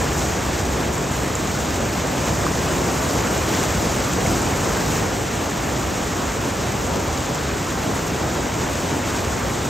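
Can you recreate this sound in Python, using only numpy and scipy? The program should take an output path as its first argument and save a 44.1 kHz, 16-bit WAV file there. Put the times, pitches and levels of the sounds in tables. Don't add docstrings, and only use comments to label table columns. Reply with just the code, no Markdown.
import sys
import numpy as np
from scipy import signal
from scipy.fft import rfft, irfft, next_fast_len
from scipy.io import wavfile
from scipy.ndimage import uniform_filter1d

SR = 44100
rng = np.random.default_rng(int(sys.argv[2]) if len(sys.argv) > 2 else 0)


def file_out(sig):
    cols = np.atleast_2d(sig).T
    lim = np.clip(cols, -1, 1)
    pcm = np.round(lim * 32767).astype(np.int16)
    wavfile.write(sys.argv[1], SR, pcm)


def linear_from_db(decibels):
    return 10 ** (np.asarray(decibels, float) / 20)


N = 427329


def rms_one(x):
    return x / np.sqrt(np.mean(x ** 2) + 1e-20)


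def at_hz(points, hz):
    table = np.array(points, float)
    return [np.interp(np.log(hz + 1), np.log(table[:, 0]), column) for column in table[:, 1:].T]


def drift(rate_hz):
    pole = np.exp(-80 * np.pi * rate_hz / SR)
    noise = rng.standard_normal(N // 40 + 2002)
    slow = signal.lfilter([1], [1, -2 * pole, pole * pole], noise)[2000:]
    return np.interp(np.arange(N) / 40, np.arange(len(slow)), rms_one(slow))


def band(hz, low_hz, high_hz):
    def rise(edge_hz):
        return np.clip(0.5 + 2 * np.log2((hz + 1) / edge_hz), 0, 1)
    return rise(low_hz) - rise(high_hz)


def add_bubble(x, at, hz, peak_db, cycles, climb):
    t = np.arange(int(1.5 * cycles / hz * SR)) / SR
    decay = np.exp(-np.log(1000) * t * hz / cycles)
    shape = decay * (1 - np.exp(-0.6 * t * hz))
    tone = np.sin(2 * np.pi * hz * t * (1 + climb * t * hz / cycles))
    tone = linear_from_db(peak_db) * shape / shape.max() * tone
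    start = int(at * SR)
    x[start:start + len(t)] += tone[:max(N - start, 0)]


def gurgle(out):
    for when, pitch, strength in rng.random((400, 3)):
        peak_db = -35 + 10 * strength - 6 * pitch
        add_bubble(out, when * N / SR, 500 * 6 ** pitch, peak_db, cycles=21.5, climb=0.26)


# start in seconds, peak level in dB, pitch in Hz.
FINE_DROPS = [
    (0.165, -32, 13000),
    (0.3107, -30, 12600),
    (1.163, -21, 14600),
    (1.163, -25, 11800),
    (3.6321, -30, 12100),
    (4.4149, -30, 12400),
    (4.7731, -29, 12400),
    (4.8424, -33, 12500),
    (8.0147, -32, 14100),
]


def fine_drops(out):
    for at, peak_db, hz in FINE_DROPS:
        add_bubble(out, at, hz, peak_db + 3, cycles=11, climb=0.05)


# start in seconds, peak level in dB, pitch in Hz.
SPRAY_DROPS = [(0.9806, -19, 7440), (1.2336, -24, 7690), (1.3533, -15, 7100), (1.4735, -21, 6700),
               (3.0385, -20, 6930), (3.3782, -17, 7540), (3.5503, -18, 5940), (4.135, -17, 6970),
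               (4.4184, -18, 7170), (6.0771, -29, 6610), (7.1762, -23, 6930), (7.3477, -20, 7480)]


def spray_drops(out):
    for at, peak_db, hz in SPRAY_DROPS:
        add_bubble(out, at, hz, peak_db + 2.0, cycles=37, climb=0.04)


# start in seconds, peak level in dB, pitch in Hz, ringing in cycles.
PLOPS = [
    (2.4405, -20, 1800, 13),
    (2.4658, -11.5, 1150, 12),
    (2.479, -20, 1450, 13),
    (3.5495, -20, 5000, 13),
    (4.262, -19, 2060, 22),
    (4.536, -21, 2080, 20),
    (4.77, -20, 1700, 18),
    (7.1768, -19, 4700, 9),
    (7.9912, -19, 1450, 15),
]


def plops(out):
    for at, peak_db, hz, cycles in PLOPS:
        add_bubble(out, at, hz, peak_db, cycles=cycles, climb=0.1)


def bubbles():
    out = np.zeros(N)
    gurgle(out)
    fine_drops(out)
    spray_drops(out)
    plops(out)
    return out


def turbulence(grain_per_s, grain_db, grain_spread_db):
    size_db = grain_spread_db * np.minimum(rng.exponential(1, (2, N)), 5)
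    sizes = linear_from_db(size_db) * rng.choice([-1, 1], (2, N))
    born = rng.random(N) < grain_per_s / SR
    return rng.standard_normal((2, N)), linear_from_db(grain_db) * rms_one(sizes * born)


# time in seconds, level in dB.
COURSE = [(0, 0.5), (.4, 0), (1, -.7), (2, 0.1), (2.7, 1), (3.15, 1.5), (3.6, 2), (4.2, 1.5), (5.03, 1.5),
          (5.05, -0.74), (6.7, -1), (8.4, -1), (9.1, -1), (9.69, -0.5)]
# centre in Hz, level in dB where the course is zero, share of its
CLASSES = [
    (80, -28.5, 0.73),
    (400, -25, .8),
    (2000, -30, .8),
    (7000, -32, 1.32),
]
# crest in seconds, lift in dB, size as a frequency in Hz.
BREAKERS = [(.02, 2.5, 90), (.2, 2.5, 7000), (.48, 1.5, 600), (2.33, 4.5, 80), (2.7, 0.5, 2500),
            (3.52, 2, 3000), (3.7, 3, 80), (4.3, 4, 150), (4.6, 1.5, 250), (4.33, 0.5, 5000),
            (4.95, 1.3, 300), (5.8, -0.7, 400), (6.27, 1, 5000), (6.4, 1.5, 80), (6.95, 1, 400),
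            (7.9, 1.7, 300), (8.65, -1.5, 90), (8.66, 1, 1800), (9.15, 1.5, 2000), (9.45, 0.5, 350)]
RISE_S, FALL_S, REACH_OCTAVES = 0.063, 0.097, 1.7


def class_levels():
    t = np.arange(0, N + 64, 64) / SR
    course_db = np.interp(t, *np.transpose(COURSE))
    crest, lift_db, size_hz = np.transpose(BREAKERS)[:, :, None]
    swell = np.exp(-((t - crest) / np.where(t < crest, RISE_S, FALL_S)) ** 2)
    levels = []
    for hz, level_db, share in CLASSES:
        nearness = np.exp(-(np.log2(size_hz / hz) / REACH_OCTAVES) ** 2)
        breakers_db = np.sum(lift_db * swell * nearness, axis=0)
        total_db = level_db + share * course_db + breakers_db
        levels.append(linear_from_db(np.interp(np.arange(N) / SR, t, total_db)))
    return levels


SEAMS_HZ = (160, 1000, 4500)
# frequency in Hz, density in dB per Hz.
WATER = [(25, -48), (45, -7.5), (68, -1), (130, -3), (300, -4), (1000, -10.5), (2100, -18), (4600, -24.5),
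         (7000, -19.5), (8100, -23.5), (9200, -32), (10900, -29), (13300, -36), (15800, -35.5)]
RUSH_CUTS_HZ = (1000, 1500, 2200, 3200, 4500)
SPRAY_CUTS_HZ = (4500, 5600, 6800, 8300, 10500, 13000, 30000)


def white_water(hz, surge_db, patch_db):
    size = 2 * (len(hz) - 1)
    noise, grains = turbulence(grain_per_s=1300, grain_db=-9.0, grain_spread_db=5.5)
    colour = linear_from_db(at_hz(WATER, hz)[0])
    smooth, grainy = rfft(noise, size) * colour, rfft(grains, size) * colour

    def filtered(spectrum, low_hz, high_hz):
        return irfft(spectrum * band(hz, low_hz, high_hz), size)[:, :N]

    rumble_level, roar_level, rush_level, spray_level = class_levels()
    rumble = rms_one(filtered(smooth, 5, SEAMS_HZ[0]))
    roar = rms_one(filtered(smooth, SEAMS_HZ[0], SEAMS_HZ[1]))
    surge = 0.33 * drift(22) + 0.41 * drift(29)
    out = rumble_level * rumble + roar_level * roar * linear_from_db(0.73 * drift(7.5))
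    for level, cuts_hz in ((rush_level, RUSH_CUTS_HZ), (spray_level, SPRAY_CUTS_HZ)):
        layer = 0
        for low_hz, high_hz in zip(cuts_hz, cuts_hz[1:]):
            near = np.clip(np.log2(low_hz / 700) / 3.8, 0, 1)
            part = filtered(smooth + near * grainy, low_hz, high_hz)
            layer = layer + part * linear_from_db(near * surge_db * surge + patch_db * drift(15))
        out = out + level * rms_one(layer)
    return out


# frequency in Hz, likeness from 0 to 1, lag of the left in radians.
PORTS = [(60, .998, -.07), (260, .94, -.2), (600, .65, -.3), (950, .52, -.3), (1300, .73, .1),
         (1650, .96, .15), (2150, .99, 0), (3400, .93, -.33), (5200, .96, 0), (8050, .93, .4),
         (8600, .75, 1.35), (9550, .91, 2.85), (11500, .74, 4.45), (13600, .94, 6.28), (15800, .66, 8.55)]


def scene():
    size = next_fast_len(N + 4096, True) // 2 * 2
    hz = np.arange(size // 2 + 1) * SR / size
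    water = white_water(hz, surge_db=1.45, patch_db=0.84)
    alike, lag = at_hz(PORTS, hz)
    alike = np.clip(alike, 0, 1)
    shared = rfft(water[0] + bubbles(), size) * np.sqrt((1 + alike) / 2)
    opposed = rfft(water[1], size) * np.sqrt((1 - alike) / 2)
    left = (shared + opposed) * np.exp(-0.5j * lag)
    right = (shared - opposed) * np.exp(0.5j * lag)
    return irfft(np.array([left, right]), size)[:, :N]


# frequency in Hz, depth in dB below the other at which mid or side is dropped.
GATE = [(1650, 60), (1700, 15), (2300, 14), (3400, 11), (4500, 10.5), (6200, 9), (8000, 6), (9300, 4.2),
        (10400, 5.5), (16000, 5.5)]
FRAME, FRAME_START, GATE_BINS, TOP_HZ = 2048, 778, 8, 15760


def stereo_gate(dry):
    pad = FRAME - FRAME_START
    pair = np.pad([dry[0] + dry[1], dry[0] - dry[1]], ((0, 0), (pad, FRAME)))
    window = np.sin(np.pi * (np.arange(FRAME) + 0.5) / FRAME)
    shape = dict(window=window, nperseg=FRAME, noverlap=FRAME // 2)
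    hz, _, cells = signal.stft(pair, SR, **shape)
    power = np.add.reduceat(np.abs(cells) ** 2, np.arange(0, len(hz), GATE_BINS), axis=1)
    power = uniform_filter1d(power, size=2, axis=2)
    frames = power.shape[2]
    held = np.minimum(np.arange(frames) // 2 * 2 + 1, frames - 1)
    power = power[:, :, held]
    centre = hz[::GATE_BINS, None] + hz[GATE_BINS // 2]
    waver_db = 1.6 * rng.standard_normal(frames)[held] * np.where(centre < 6500, 1, 0.5)
    waver_db = waver_db + 1.5 * rng.standard_normal(power.shape[1:])[:, held] * (centre < 10000)
    margin = linear_from_db(2 * (at_hz(GATE, centre)[0] + waver_db))
    keep = np.repeat(power > power[::-1] / margin, GATE_BINS, axis=1)[:, :len(hz)]
    keep = keep & (hz < TOP_HZ)[:, None]
    mid, side = signal.istft(cells * keep, SR, **shape)[1][:, pad:pad + N] / 2
    return np.array([mid + side, mid - side])


def low_pass(x):
    return signal.sosfilt(signal.butter(12, 15890, fs=SR, output="sos"), x)


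def record(dry):
    mix = stereo_gate(dry)
    return low_pass(mix)


dry = scene()
out = record(dry)
file_out(out)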